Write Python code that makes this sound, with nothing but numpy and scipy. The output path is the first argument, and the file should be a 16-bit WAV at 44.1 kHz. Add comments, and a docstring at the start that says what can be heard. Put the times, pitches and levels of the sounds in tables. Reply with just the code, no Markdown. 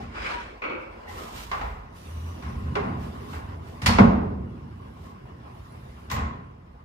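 """A bare, echoing room where plywood wardrobe doors roll along a metal track.
Uneven rollers shake the panels: filtered noise booms, drums and rattles over a wavering hum.
Grit, palms and a dragged board hiss and scrape as shaped noise, partly through ringing wood or track.
Hands, stops, board taps and a metal click are noise bursts with dying echoes; sines thud and ring on.
A deep rumble comes and goes. Two microphones hear the bass alike and the treble unlike."""
import sys
import numpy as np
from scipy import signal
from scipy.fft import rfft, irfft, next_fast_len
from scipy.io import wavfile
from scipy.ndimage import uniform_filter1d

SR = 44100
rng = np.random.default_rng(int(sys.argv[2]) if len(sys.argv) > 2 else 0)


def amp(db):
    return 10 ** (np.asarray(db, float) / 20)


def int16_out(signal):
    """Quantize to a 16-bit WAV file."""
    q = np.round(np.clip(np.atleast_2d(signal).T, -1, 1) * 32767)
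    wavfile.write(sys.argv[1], SR, q.astype(np.int16))


N = 301644
T = np.arange(N) / SR
SIZE = next_fast_len(N + SR)
HZ = np.fft.rfftfreq(SIZE, 1 / SR)

# Knocks on the doors, ahead of the trims: [t/s, slap level/dB,
# slap slope above its knee/(dB per octave), push level/dB, push f/Hz]
KNOCKS = [(0.0, -50, 0.5, -39, 216), (1.514, -27, -5.5, -58, 86), (1.611, -31, -6.5, -42, 80),
          (2.423, -39, -4, -70, 80), (2.468, -44, -6, -33, 89), (2.753, -24.5, -8.5, -28.5, 780),
          (2.844, -29, -33, -30.5, 201), (3.331, -36, -6, -35.5, 81), (3.817, -36, 0.5, -24, 72.5),
          (3.86, -23.5, 1.5, -18, 101), (3.89, -20, -22.5, -28.5, 233), (3.984, -15.5, -13.5, -15.5, 480),
          (3.995, -18, -27.5, -11.5, 186), (6.099, -37.5, 1, -37, 100), (6.114, -29.5, -6, -31, 73.5),
          (6.163, -30, -6.5, -33.5, 252),]
# Door panel modes: [f/Hz, width/Hz, level over the flat path/dB]
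PANEL = [(54, 20, 5.5), (80, 31, 11), (126.2, 11.6, 8), (195.7, 14.6, 9.5), (228, 16.3, 10.5),
         (418.4, 20, -3), (998, 30, -6.5), (1064, 51, 1), (1990, 480, -5), (2807, 300, -4),
         (5030, 400, 0.5)]
# Modes of the small board: [f/Hz, width/Hz, level over a flat path of gain 1/dB]
BOARD = [(340, 75, 26), (518, 86, 24.8), (1380, 410, 17.5), (2287, 116, 28.6), (2560, 240, 24.8),
         (4200, 130, 16)]
# Decay of the room's echoes: [f/Hz, t60/s]
ROOM = [(50, 0.83), (120, 0.44), (250, 1), (1000, 0.79), (2500, 0.66), (5000, 0.48), (10000, 0.32),
        (15000, 0.15)]


def evened(x):
    """Scales to rms 1."""
    return x / np.sqrt(np.mean(x ** 2) + 1e-20)


def read(points, hz):
    """Reads a table on a log-frequency axis."""
    f, value = np.transpose(points)
    return np.interp(np.log(hz + 1), np.log(f + 1), value)


def curve(rows):
    """Columns of a table over time; the ends hold."""
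    s, *columns = np.transpose(rows)
    return [np.interp(T, s, column) for column in columns]


def swells(rows):
    """Summed power of smooth humps: start s, length s, peak level dB."""
    return sum(amp(2 * db) * np.sin(np.pi * np.clip((T - s) / length, 0, 1)) ** 2
               for s, length, db in rows)


def filtered(x, response):
    """Multiplies the spectrum by a response."""
    return irfft(rfft(x, SIZE) * response, SIZE)[..., :N]


def resonance(hz, width):
    """Causal response of one mode, with gain 1 at its pitch."""
    return 1 / (1 + 2j * (HZ - hz) / width)


def ringing(modes):
    """Causal response of a struck or rubbed body: a flat path plus one resonance a mode."""
    return 1 + sum(amp(db) * resonance(hz, width) for hz, width, db in modes)


def noise(colour, lumps_db=0., lump_s=.01):
    """Two unlike paths through the room, sharing one lumpy level; rms 1."""
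    lumps = evened(uniform_filter1d(rng.standard_normal(N), int(lump_s * SR)))
    hiss = rng.standard_normal((2, N))
    return evened(filtered(hiss, colour) * amp(lumps_db * lumps))


def streaky(x, patchy_db):
    """Narrow resonances flare and fade at random as the contact point moves."""
    z = signal.stft(x, nperseg=512, noverlap=384)[2]
    field = rng.standard_normal(z.shape[1:])
    field = uniform_filter1d(field, 3, axis=0)  # bins
    field = evened(uniform_filter1d(field, 14, axis=1))  # frames
    patches = z * amp(patchy_db * field)
    return evened(signal.istft(patches, nperseg=512, noverlap=384)[1][:, :N])


def rolling():
    """Uneven rollers shake the panel, and one of its low modes, near 82 Hz, hums with a wavering pitch."""
    # Doors on the move: [t/s, boom level/dB, rattle level/dB]
    roll = [(0.0, -41, -47), (0.72, -94, -50), (1.2, -52.5, -43), (1.64, -47.5, -50.5), (2.0, -47.5, -52.5),
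            (2.34, -41, -47), (2.89, -31.5, -45), (3.3, -40.5, -45.5), (3.83, -42, -49.5),
            (4.06, -30, -51.5), (4.38, -32.5, -53), (4.84, -44, -52), (6.06, -47, -51),
            (6.23, -38.5, -56.5), (6.84, -56, -57.5)]
    # Colours of the three noise layers ahead of the panel: [f/Hz, relative level per Hz/dB]
    boom_colour = [(50, -4.5), (70, 6), (130, 7), (170, 8.5), (500, -86)]
    drum_colour = [(70, -32), (140, -1.5), (250, 7), (380, 6), (2000, -86)]
    rattle_colour = [(200, -1.5), (400, 2.5), (1200, -0.5), (1600, -8), (3000, -16.5), (12000, -40.5)]
    # The hum surges as the rollers load the panel: [start t/s, length/s, peak level/dB]
    surges = [(1.05, 0.16, -42), (2.04, 0.35, -33), (2.43, 0.086, -35), (2.58, 0.17, -34.5),
              (2.83, 0.18, -45), (3.45, 0.27, -36.5), (6.17, 0.12, -28)]
    boom, rattle = amp(curve(roll))
    drum = boom * amp(-7.5)
    hum = np.sqrt((boom * amp(-24.5)) ** 2 + swells(surges))
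    panel = ringing(PANEL)

    waver = evened(uniform_filter1d(rng.standard_normal(N), 2000))
    hum_hz = 82 * (1 + 0.085 * waver)
    out = boom * noise(amp(read(boom_colour, HZ)) * panel)
    out += np.sqrt(2) * hum * np.sin(2 * np.pi * np.cumsum(hum_hz) / SR)
    out += drum * noise(amp(read(drum_colour, HZ)) * panel)
    shaking = noise(amp(read(rattle_colour, HZ)) * panel, lumps_db=0.96, lump_s=.04)
    return out + rattle * streaky(shaking, patchy_db=2.5)


def grit_and_palms():
    """Grit under the rollers hisses, partly through the ringing track; palms brush the wood."""
    # Grit hiss: [t/s, level/dB]
    grit = [(1.04, -91), (1.09, -53.5), (1.55, -54.5), (1.72, -63), (1.9, -80), (1.97, -57.5), (2.3, -58.5),
            (2.95, -69), (3.25, -58.5), (3.6, -71), (3.77, -62.5), (4.45, -79), (4.9, -70.5), (5.4, -77),
            (5.6, -66), (6.05, -66), (6.4, -81.5)]
    # Part of the grit's power that rings in the track: [t/s, share 0-1]
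    on_track = [(1.8, 0.03), (1.95, 0.76), (2.8, 1)]
    # Palms brushing wood: [start t/s, length/s, peak level/dB]
    palms = [(1.1, 0.23, -51), (1.31, .17, -46), (2.97, 0.15, -58), (3.27, 0.15, -54), (3.62, 0.15, -62),
             (4.95, 0.21, -64)]
    # Colour of the hiss: [f/Hz, relative level per Hz/dB]
    hiss_colour = [(1000, 11.5), (3000, 12), (8000, 3), (11500, -4), (14500, 2.5), (16000, -29.5)]
    # Track modes: [f/Hz, width/Hz, level over the flat path/dB]
    track = [(3660, 35, 3), (10440, 350, 8.5)]
    hiss = amp(curve(grit)[0]) * (T > grit[0][0])
    share = curve(on_track)[0]
    colour = amp(read(hiss_colour, HZ))
    direct = np.sqrt(hiss ** 2 * (1 - share) + swells(palms))
    out = direct * noise(colour, lumps_db=1.0, lump_s=0.007)
    return out + hiss * np.sqrt(share) * streaky(noise(colour * ringing(track)), patchy_db=3.5)


def scrape():
    """The small board drags across wood, and friction noise passes through its modes."""
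    # The drag: [t/s, level/dB]
    drag = [(0.11, -57.5), (0.16, -42.5), (0.25, -36), (0.32, -35), (0.42, -42.5), (0.47, -47.5),
            (0.6, -60)]
    # Colour of the friction: [f/Hz, relative level per Hz/dB]
    friction = [(300, 1.5), (1000, 5), (1800, 5.5), (3500, -4.5), (9500, -25.5), (13000, -39)]
    level = amp(curve(drag)[0]) * (T < drag[-1][0])
    board = ringing(BOARD) + 24.0  # a stronger flat path softens the modes
    rub = noise(amp(read(friction, HZ)) * board, lumps_db=1.0, lump_s=0.015)
    return level * streaky(rub, patchy_db=2.0)


def sings():
    """Rubbing sings briefly in one resonance of board, track or panel: narrow noise swells."""
    # Singing: [start t/s, length/s, peak level/dB, f/Hz, width of each of two cascaded resonances/Hz]
    songs = [(0.28, 0.18, -43.5, 960, 27), (0.12, 0.27, -56, 4900, 230), (1.89, .3, -72.5, 8950, 150),
             (1.83, 0.85, -69, 5900, 120), (5, .22, -58, 1090, 60)]
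    out = np.zeros((2, N))
    for *swell, hz, width in songs:
        out += np.sqrt(swells([swell])) * noise(resonance(hz, width) ** 2)
    return out


def blow_db(hz, slap_db, slope_db, push_db, push_hz):
    """Level of a blow at one pitch: a hard slap over a soft low push."""
    up, off = np.log2(hz / 867), np.log2(hz / push_hz)  # octaves from the slap's knee and the push
    # above the knee the slope steepens with each octave; below it the slap falls 13 dB per octave
    slap = slap_db + ((slope_db - 1.0 * up) * up if up > 0 else 13 * up)
    push = push_db + (-8.5 * off if off > 0 else 9.5 * off)
    return 10 * np.log10(amp(2 * slap) + amp(2 * push))


def struck(blows, modes, trim_db, crack_db):
    """Each blow cracks, then fills the room, whose echoes die band by band; the struck body colours it."""
    # First sound over the room tail, ahead of crack_db and the growth: [f/Hz, level/dB]
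    crack_colour = [(250, 15.5), (1000, 16), (4000, 20.5), (12000, 12)]
    echoes = rfft(rng.standard_normal((2, SIZE)))
    out = np.zeros((2, N))
    octave = np.log2(HZ + 1)
    for centre in np.arange(5.5, 14.5, .75):
        hz, power = 2 ** centre, np.zeros(N)
        swing = 2.1 / hz  # bass swells over a few cycles
        for s, *blow in blows:
            start = round(s * SR)
            t = T[:min(N - start, SR)]
            # decays of power: -120 in amp() is 60 dB of level
            tail = (1 - np.exp(-(t / (0.015 + swing)) ** 2)) * amp(-120 * t / read(ROOM, hz))
            crack = (1 - np.exp(-(t / (0.0009 + swing)) ** 2)) * amp(-120 * t / 0.1)
            # harder slaps crack more: 0.44 dB per dB
            over_db = read(crack_colour, hz) + crack_db + 0.44 * blow[0]
            power[start:start + len(t)] += amp(2 * blow_db(hz, *blow)) * (tail + amp(2 * over_db) * crack)
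        band = np.cos(np.clip((octave - centre) / .75, -1, 1) * np.pi / 2)
        out += np.sqrt(power) * evened(irfft(echoes * band / np.sqrt(HZ + 1), SIZE)[:, :N])
    return amp(trim_db) * filtered(out, ringing(modes))


def door_knocks():
    """Hands and stops knock the door panels, whose modes colour the burst."""
    return struck(KNOCKS, PANEL, trim_db=-11.0, crack_db=0.6)


def thuds():
    """Heavy blows set the panel modes swinging freely, as dying sines."""
    out = np.zeros((2, N))
    for s, *blow in KNOCKS:
        start = round(s * SR)
        t = T[:min(N - start, SR)]
        for hz, _, db in PANEL:
            tilt_db = -2 * np.log2(hz / 200)  # free swing weakens by 2 dB each octave
            t60 = 0.51 * read(ROOM, hz)
            swing = amp(db + blow_db(hz, *blow) + tilt_db - 60 * t / t60)
            rise = 1 - np.exp(-t * hz / 0.39)
            out[:, start:start + len(t)] += swing * rise * np.sin(2 * np.pi * hz * t)
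    return amp(-11.0) * out


def rings():
    """Notes ring on in the wood: close modes start together, then beat as they die."""
    # Notes: [start t/s, f/Hz, level ahead of rise and decay/dB, t60 ahead of a half-second fade/s]
    notes = [(0.0, 788, -38, 0.18), (1.072, 1980, -46.5, 0.59), (1.08, 777, -44, 0.32),
             (1.169, 1253, -45, 0.96), (1.516, 1085, -31.5, 0.39), (1.612, 848, -35, 0.35),
             (0.711, 341, -37.5, .5), (2.759, 412, -27.5, 0.32), (3.861, 4520, -31, 0.36),
             (3.987, 2200, -19, 0.059), (3.997, 195.9, -11.5, 0.49), (6.105, 1925, -46, 1),
             (6.11, 1043, -35, 1)]
    out = np.zeros((2, N))
    draws = rng.uniform(-1, 1, (len(notes), 2, 2, 16, 1))  # pitch or phase, path, mode
    for (s, hz, db, t60), (apart, turn) in zip(notes, draws):
        start = round(s * SR)
        t = T[:min(N - start, SR // 2)]
        mode_hz = hz * (1 + .08 * apart)
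        note = np.sin(2 * np.pi * mode_hz * t + np.pi * turn).sum(1) / np.sqrt(8)
        shape = (1 - np.exp(-t / 0.0043)) * np.sqrt(1 - 2 * t)
        out[:, start:start + len(t)] += amp(db - 60 * t / t60) * shape * note
    return out


def board_taps():
    """The small board taps: short blows ring its own modes."""
    # Taps, ahead of the trim: [t/s, slap level/dB]
    taps = [(0.619, -38), (0.637, -37.5), (0.697, -40.5)]
    # Shared by all taps, ahead of the trim: [slope/(dB per octave), push level/dB, push f/Hz]
    tap_colour = (-5.5, -52, 91)
    blows = [(s, db, *tap_colour) for s, db in taps]
    return struck(blows, BOARD, trim_db=-17.5, crack_db=3.0)


def metal_click():
    """A small metal part clicks as the door shuts: one blow on high modes."""
    # The blow, ahead of the trim: [t/s, slap level/dB, slope/(dB per octave), push level/dB, push f/Hz]
    click = (6.113, -51, 1.5, -84.5, 101)
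    # Modes of the metal: [f/Hz, width/Hz, level over the flat path/dB]
    metal = [(7550, 1600, 9), (13800, 330, 27), (14600, 540, 17)]
    return struck([click], metal, trim_db=-3.5, crack_db=10.0)


def rumble():
    """A deep rumble comes and goes: noise through two cascaded low resonances."""
    # Rumble: [t/s, level/dB]
    deep = [(0.0, -41.5), (.75, -54), (1.7, -35.5), (2.2, -66), (6.84, -50)]
    return amp(curve(deep)[0]) * noise(resonance(49, 36) ** 2)


def scene():
    """Mid and side paths of the room's sound."""
    rubbing = grit_and_palms() + scrape() + sings()
    blows = door_knocks() + thuds() + rings() + board_taps() + metal_click()
    return rolling() + rubbing + blows + rumble()


def low_pass(x):
    """Removes everything above the highest recorded frequency."""
    return signal.sosfilt(signal.butter(12, 15700, fs=SR, output="sos"), x)


def record(dry):
    """The microphone pair: side weak in the bass, right brighter, then a low cut."""
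    # Side filter, a width that grows with pitch: [f/Hz, level/dB]
    side_colour = [(60, -21), (150, -23), (380, 0.5), (950, 3.5), (15000, -1.5)]
    # Left over right microphone: [f/Hz, level/dB]
    left_over_right = [(60, -1.5), (2380, 0), (15000, -9.5)]
    mid, unlike = dry
    # sound reaches the left microphone later, which makes a share of the side path
    lag_s, share = .0005, 0.34
    late = filtered(mid, -1j * np.sqrt(2) * np.sin(2 * np.pi * HZ * lag_s))
    side = share * late + np.sqrt(1 - share ** 2) * unlike
    side = filtered(side, amp(read(side_colour, HZ)))

    tilt = amp(read(left_over_right, HZ) / 2)
    low_cut = signal.freqs(*signal.butter(9, 43., "high", analog=True), HZ)[1]
    left = filtered(mid + side, tilt * low_cut)
    right = filtered(mid - side, low_cut / tilt)
    return low_pass(np.array([left, right]))


dry = scene()
out = record(dry)
int16_out(out)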